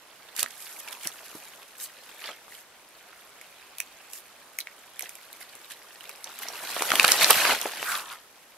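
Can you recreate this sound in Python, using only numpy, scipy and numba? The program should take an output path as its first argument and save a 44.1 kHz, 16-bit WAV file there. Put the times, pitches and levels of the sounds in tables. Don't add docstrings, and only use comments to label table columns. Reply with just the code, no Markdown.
import sys
import numpy as np
from scipy import signal
from scipy.fft import rfft, irfft, next_fast_len
from scipy.io import wavfile
from scipy.ndimage import uniform_filter1d
from numba import njit

SR = 44100
rng = np.random.default_rng(int(sys.argv[2]) if len(sys.argv) > 2 else 0)


def transcribe(u):
    v = np.clip(np.atleast_2d(u).T, -1, 1)
    q = np.round(v * 32767).astype(np.int16)
    wavfile.write(sys.argv[1], SR, q)


N = 377968
TIME = np.arange(N) / SR

# (time [s], ring pitch [Hz], ring level [dB], crack level [dB])
STALK_SNAPS = [(2.2203, 2450, -48, -50), (2.24, 2880, -37, -51), (2.481, 1180, -43, -65),
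               (2.522, 2000, -43, -59), (3.1303, 1450, -45, -64), (3.413, 2180, -41.5, -45),
               (3.784, 2430, -46, -33), (3.8021, 2480, -27, -24.5), (4.134, 2800, -45.5, -34),
               (4.5873, 2190, -29.5, -26), (4.6038, 4120, -32, -32), (4.6096, 3950, -35, -44),
               (4.6713, 2220, -34.5, -50), (4.9938, 2370, -34, -29), (5.0076, 2130, -38, -34),
               (5.0232, 5850, -37, -33), (5.0928, 2430, -45, -35.5), (5.1536, 2480, -50, -40),
               (5.329, 3940, -48, -39.5), (5.553, 2160, -52, -41.5), (5.618, 1660, -50, -64),
               (5.645, 3820, -44, -58), (5.708, 1810, -43.5, -45), (6.008, 2930, -41.5, -47),
               (6.0933, 2400, -42.5, -35), (6.2425, 6000, -33, -35.5), (6.389, 2370, -46, -35.5),
               (6.485, 5620, -30.5, -42)]
# (time [s], ring pitch [Hz], body level [dB], crack level [dB])
RIB_CRUNCHES = [(0.364, 4500, -39, -30), (0.3886, 1330, -32, -46), (0.3934, 4550, -28, -24),
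                (0.4293, 3900, -25.5, -18.5), (0.4609, 1900, -32.5, -53), (1.0721, 5700, -29.5, -24.5),
                (6.8216, 930, -22.5, -24), (6.904, 1960, -22, -31), (6.9175, 1470, -15.5, -30),
                (6.955, 2970, -20.5, -23), (6.997, 2560, -10, -23), (7.03, 4000, -25, -23),
                (7.0443, 1310, -12.5, -24.5), (7.0472, 2630, -13.5, -22), (7.0795, 3080, -18, -17.5),
                (7.1188, 5260, -11.5, -17), (7.2444, 4200, -11, -29), (7.3063, 2860, -28, -7.5),
                (7.3301, 3200, -21, -39), (7.4521, 1620, -15, -40), (7.614, 3420, -36, -25),
                (7.828, 1300, -27, -45)]
# (time [s], pitch [Hz], level [dB])
LANDINGS = [(0.435, 252, -46), (1.056, 270, -44), (1.352, 340, -39.5), (2.29, 900, -34.5),
            (5.03, 640, -40.5), (6.765, 750, -28), (6.808, 836, -26), (6.937, 720, -22.5),
            (7.087, 945, -20), (7.229, 190, -40.5), (7.365, 140, -37), (7.521, 1000, -23.5),
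            (7.656, 794, -23.5)]
# (time [s], resonance [Hz], level [dB])
LEAF_SLIDE = [(7.84, 1400, -48), (7.89, 1380, -31), (7.95, 1350, -32.5), (8.0, 1200, -41.5),
              (8.09, 1080, -48), (8.12, 1214, -40.5), (8.19, 1100, -60.5)]
# (time [s], pitch [Hz], level [dB])
FOOT_SQUEAK = [(0.86, 900, -51), (0.92, 1000, -52), (0.97, 950, -53), (1.005, 890, -63)]
# (time [s], left minus right [dB], treble [dB])
MONKEY_PLACE = [(.45, -5, -8), (.8, -2, -1), (2.3, -1, -6), (3.8, -3, -6.5), (7.3, -0.5, -4),
                (7.6, -0.5, -5)]
# (time [s], level [dB])
WEIGHT_LOAD = [(0, -57.5), (0.85, -52), (1.35, -51.5), (1.7, -57.5), (2.15, -53), (2.4, -58.5), (2.82, -61),
               (2.98, -57.5), (3.85, -57.5), (4.75, -58), (5.1, -55.5), (6.25, -54.5), (6.67, -39.5),
               (7.05, -26), (7.17, -27.5), (7.38, -24), (7.6, -35.5), (7.74, -40.5), (7.93, -41),
               (8.24, -61)]
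# (time of peak [s], build-up [s], crackle level [dB], rub level [dB])
LEAF_SWIPES = [(0.402, 0.032, -35.5, -30.5), (0.68, 0.18, -59.5, -44), (0.801, 0.011, -46.5, -37),
               (0.884, 0.011, -37.5, -47), (0.929, 0.0063, -39, -36), (1.05, 0.032, -43, -38.5),
               (1.838, 0.045, -49, -36.5), (2.258, 0.062, -43, -47.5), (2.572, 0.079, -54.5, -48),
               (4.165, 0.056, -65, -42), (5.05, 0.04, -47, -51), (5.422, 0.022, -47, -44),
               (5.718, 0.017, -44.5, -43), (6.43, 0.018, -45, -37), (7.115, 0.029, -24, -23.5),
               (7.232, 0.03, -22.5, -24), (7.305, 0.0053, -40, -14), (7.939, 0.13, -36, -35.5),
               (8.125, 0.055, -47, -52.5)]
# (time of peak [s], build-up [s], level [dB])
LEAF_PRESSES = [(0.438, 0.014, -40.5), (1.07, 0.031, -50), (2.298, 0.048, -45.5), (6.094, 0.076, -56),
                (6.3, 0.045, -48.5), (6.45, 0.067, -47), (7.223, 0.023, -27.5), (7.309, 0.011, -16),
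                (7.501, 0.078, -24.5)]
# (frequency [Hz], relative level [dB])
BLADE_COLOUR = [(30, -11), (90, -21), (200, -17), (600, 1), (1150, 3.5), (1600, 2), (2300, -28)]
# (frequency [Hz], relative level [dB])
VEIN_COLOUR = [(1100, -14), (1700, -2.5), (2500, -1.5), (4000, -3.5), (5300, -6.5), (7000, -11.5)]
# (frequency [Hz], relative level [dB])
SKIN_COLOUR = [(4000, -15), (5600, -8), (8000, -5.5), (10000, -4.5), (11900, 0), (13000, -7), (15500, -14)]
# (frequency [Hz], relative level [dB])
YARD_COLOUR = [(25, -11), (110, -9.5), (600, 1), (2000, -3), (5000, -10), (9000, -12), (15500, -19.5)]
# (frequency [Hz], side minus mid [dB])
STEREO_WIDTH = [(120, -6), (350, -15), (850, -13), (2400, -7), (7000, 0)]

YARD_DB = -54.5
WHIRR_S, WHIRR_BUILD_S, WHIRR_HZ, WHIRR_Q, WHIRR_DB = 3.97, 0.45, 2520, 7, -59.5
SLIDE_WIDTH_HZ, SQUEAK_WIDTH_HZ = 237, 94
REST_DB = -58
BLADE_DB, BLADE_GROWTH = -3, 0.9
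SKIN_DB, SKIN_GROWTH = 5.5, 0.9
PRESS_VEIN_DB, PRESS_SKIN_DB = 2.5, -8
RELEASE_SHARE, STROKE_SHAPE = 0.59, 2
CRACKLE_DB, GENTLE_SLOPE, MERGE_SLOPE = -52, 0.32, 0.17
SHARP_SHARE, PIP_SHARE = 0.32, 0.68
TOP_HZ = 15600


def undb(db):
    return 10 ** (np.asarray(db) / 20)


def unit(x):
    return x / np.sqrt(np.mean(x ** 2))


def curves(table):
    s, *columns = np.transpose(table)
    return [np.interp(TIME, s, column) for column in columns]


def response(points, n):
    hz, db = np.transpose(points)
    f = np.arange(n // 2 + 1) * SR / n + 1
    gain = undb(np.interp(np.log(f), np.log(hz), db))
    low_fall = np.minimum(f / hz[0], 1) ** 2
    high_fall = np.minimum(hz[-1] / f, 1) ** 3
    return gain * low_fall * high_fall


def colour(x, points):
    n = next_fast_len(x.shape[-1])
    filtered = irfft(rfft(x, n) * response(points, n), n)
    return unit(filtered[..., :x.shape[-1]])


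def walk(rate):
    hold = max(int(SR / rate), 2)
    levels = np.repeat(rng.standard_normal(N // hold + 1), hold)
    return unit(uniform_filter1d(levels, hold)[:N])


def add(track, s, sound):
    i = max(int(s * SR), 0)
    track[:, i:i + sound.shape[1]] += sound[:, :N - i]


def stroke(s, build_s):
    away = np.maximum(s - TIME, (TIME - s) / RELEASE_SHARE) / build_s
    out = np.zeros(N)
    near = away < 6
    out[near] = np.exp(-away[near] ** STROKE_SHAPE)
    return out


def noise(count):
    return rng.standard_normal((2, count))


def ports(x, pan_db):
    n = next_fast_len(x.shape[1])
    hz, db = np.transpose(STEREO_WIDTH)
    f = np.arange(n // 2 + 1) * SR / n + 1
    side_gain = undb(np.interp(np.log(f), np.log(hz), db))
    gains = np.array([np.ones_like(side_gain), side_gain]) / np.hypot(1, side_gain)
    mid, side = irfft(rfft(x, n) * gains, n)[:, :x.shape[1]]
    g = undb(pan_db)
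    return np.array([(mid + side) * g, mid - side]) * np.sqrt(2 / (1 + g * g))


def yard():
    spread = undb([[0], [3.5]])
    air = unit(colour(noise(N), YARD_COLOUR) * spread)
    return air * undb(YARD_DB + .5 * walk(5.9))


def whirr():
    band = signal.lfilter(*signal.iirpeak(WHIRR_HZ, WHIRR_Q, fs=SR), noise(N))
    return unit(band) * undb(WHIRR_DB) * stroke(WHIRR_S, WHIRR_BUILD_S)


def shelter(x, wet_db, decay_s):
    t = np.arange(SR // 4) / SR
    echoes = noise(len(t)) * np.exp(-t / decay_s) * (t > .009)
    echoes = signal.sosfilt(signal.butter(1, 5000, fs=SR, output="sos"), echoes)
    echoes = echoes / np.sqrt(np.sum(echoes ** 2) / 2)
    return undb(wet_db) * signal.fftconvolve(x, echoes, axes=1)[:, :N]


def slide(path, width_hz):
    hz, db = curves(path)
    low_pass = signal.butter(2, width_hz, fs=SR, output="sos")
    scrape = signal.sosfilt(low_pass, rng.standard_normal((4, N)))
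    turn = 2 * np.pi * np.cumsum(hz) / SR
    band = scrape[:2] * np.cos(turn) + scrape[2:] * np.sin(turn)
    moving = (TIME > path[0][0]) & (TIME < path[-1][0])
    return unit(band) * undb(db) * moving


def burst(t, tear_s, decay_s, tail_s):
    rise = np.minimum(t - .0004, 0) / 0.0005
    dying = np.maximum(t - tear_s, 0) / decay_s
    tear = np.exp(rise - dying)
    spread = undb(-17) * np.exp(-np.maximum(t / tail_s, -t / .003))
    return np.hypot(tear, spread)


def blow(x, db):
    return x * undb(db) * np.sqrt(2 * .0045 * SR / np.sum(x ** 2))


def ring(t, hz, decay_s):
    phase = rng.uniform(0, 2 * np.pi, (2, 1))
    onset = np.clip(t / 0.001, 0, 1)
    return np.sin(2 * np.pi * hz * t + phase) * onset * np.exp(-np.abs(t) / decay_s)


def crack(t, envelope):
    hz = np.geomspace(SKIN_COLOUR[0][0], SKIN_COLOUR[-1][0], num=16)
    db = np.interp(hz, *np.transpose(SKIN_COLOUR)) + 4.5 * rng.standard_normal(len(hz))
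    return colour(noise(len(t)) * envelope, np.transpose([hz, db]))


def thuds(t):
    out = np.zeros((2, N))
    for s, hz, db in LANDINGS:
        push = noise(len(t)) * burst(t, 0.002, 2 / hz, 10 / hz)
        knock = colour(push, [(hz / 2, -6), (hz, 0), (hz * 4, -20)])
        add(out, s + t[0], blow(knock, db))
    return out


def crunches(t):
    out = np.zeros((2, N))
    envelope = burst(t, 0.0013, 0.0011, 0.006)
    for s, hz, body_db, crack_db in RIB_CRUNCHES:
        flesh_colour = [(200, -17), (hz / 2, -7), (hz, 0), (hz * 2, -7), (13000, -26)]
        flesh = colour(noise(len(t)) * envelope, flesh_colour)
        body = flesh + 0.73 * unit(ring(t, hz, 0.00073))
        add(out, s + t[0], blow(body, body_db) + blow(crack(t, envelope), crack_db))
    return out


def snaps(t):
    out = np.zeros((2, N))
    envelope = burst(t, 0.00088, 0.00087, 0.012)
    for s, hz, ring_db, crack_db in STALK_SNAPS:
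        fibres = signal.lfilter(*signal.iirpeak(hz, 3.5, fs=SR), noise(len(t)) * envelope)
        body = unit(ring(t, hz, 0.0015)) + 0.76 * unit(fibres)
        add(out, s + t[0], blow(body, ring_db) + blow(crack(t, envelope), crack_db))
    return out


def effort():
    load_db, = curves(WEIGHT_LOAD)
    _, treble_db = curves(MONKEY_PLACE)
    above = load_db - REST_DB
    blade = undb(REST_DB + BLADE_DB + BLADE_GROWTH * above) ** 2
    vein = undb(load_db) ** 2
    skin = undb(REST_DB + SKIN_DB + SKIN_GROWTH * above + treble_db) ** 2
    for s, build_s, crackle_db, rub_db in LEAF_SWIPES:
        power = stroke(s, build_s) ** 2
        vein = vein + power * undb(crackle_db) ** 2
        skin = skin + power * undb(rub_db) ** 2
    presses = sum((stroke(s, build_s) * undb(db)) ** 2 for s, build_s, db in LEAF_PRESSES)
    vein = vein + presses * undb(PRESS_VEIN_DB) ** 2
    skin = skin + presses * undb(PRESS_SKIN_DB) ** 2
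    return 10 * np.log10([blade + presses, vein, skin])


@njit
def grains(start, hz, cycles, size, phase):
    out = np.zeros((2, N))
    for k in range(len(start)):
        pole = np.exp((2j * np.pi - 1 / cycles[k]) * hz[k] / SR)
        mid = size[k] * np.exp(1j * phase[k, 0])
        side = size[k] * np.exp(1j * phase[k, 1])
        for i in range(start[k], min(N, start[k] + int(5 * cycles[k] * SR / hz[k]))):
            out[0, i] += mid.imag
            out[1, i] += side.imag
            mid, side = mid * pole, side * pole
    return out


def fractures(rate, lo_hz, hi_hz, cycles, spread_db, count=3):
    breaks = int(rate * N / SR)
    start = np.repeat((rng.random(breaks) * N).astype(np.int64), count)
    strength = np.minimum(-np.log(1 - rng.random(breaks)), 2.8)
    size = np.repeat(undb(spread_db * strength), count)
    v = rng.random((len(start), 4))
    hz = lo_hz * (hi_hz / lo_hz) ** v[:, 0]
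    return unit(grains(start, hz, cycles * (.5 + v[:, 1]), size * np.sqrt(hz), 2 * np.pi * v[:, 2:]))


def patchy(patchy_db, size=512):
    spectra = signal.stft(noise(N), nperseg=size)[2]
    patches = rng.standard_normal(spectra.shape[1:])
    patches = uniform_filter1d(patches, size=4, axis=0)
    patches = uniform_filter1d(patches, size=3, axis=1)
    return unit(signal.istft(spectra * undb(patchy_db * unit(patches)))[1][:, :N])


def crowd(breaks, points, db):
    too_gentle_db = (CRACKLE_DB - db) * GENTLE_SLOPE
    merging_db = (db - CRACKLE_DB) * MERGE_SLOPE
    lost_db = np.maximum(too_gentle_db, merging_db)
    texture = colour(breaks / undb(lost_db) + patchy(3.4), points)
    return texture * undb(db + walk(75) + 0.63 * walk(18))


def rustle():
    blade_db, vein_db, skin_db = effort()
    flaps = fractures(300, 124.6, 2205, 2.94, 2.5)
    pips = fractures(240, 1384, 5120, 4.8, 4.2, count=2)
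    breaks = fractures(340, 1324, 15900, 4.1, 3.9, count=6)
    blades = crowd(0.68 * flaps, BLADE_COLOUR, blade_db)
    veins = crowd(SHARP_SHARE * breaks + PIP_SHARE * pips, VEIN_COLOUR, vein_db)
    skins = crowd(breaks, SKIN_COLOUR, skin_db)
    return blades + veins + skins


def scene():
    t = np.arange(-128, 3968) / SR
    pan_db, _ = curves(MONKEY_PLACE)
    slides = slide(LEAF_SLIDE, SLIDE_WIDTH_HZ) + slide(FOOT_SQUEAK, SQUEAK_WIDTH_HZ)
    leaves = rustle() + snaps(t) + crunches(t) + thuds(t) + slides
    background = yard() + whirr()
    return ports(leaves + shelter(leaves, -16.5, 0.012), pan_db) + ports(background, 0)


def record(dry):
    low_pass = signal.ellip(10, .1, 70, TOP_HZ, fs=SR, output="sos")
    return signal.sosfilt(low_pass, np.clip(dry, -1, 1))


dry = scene()
out = record(dry)
transcribe(out)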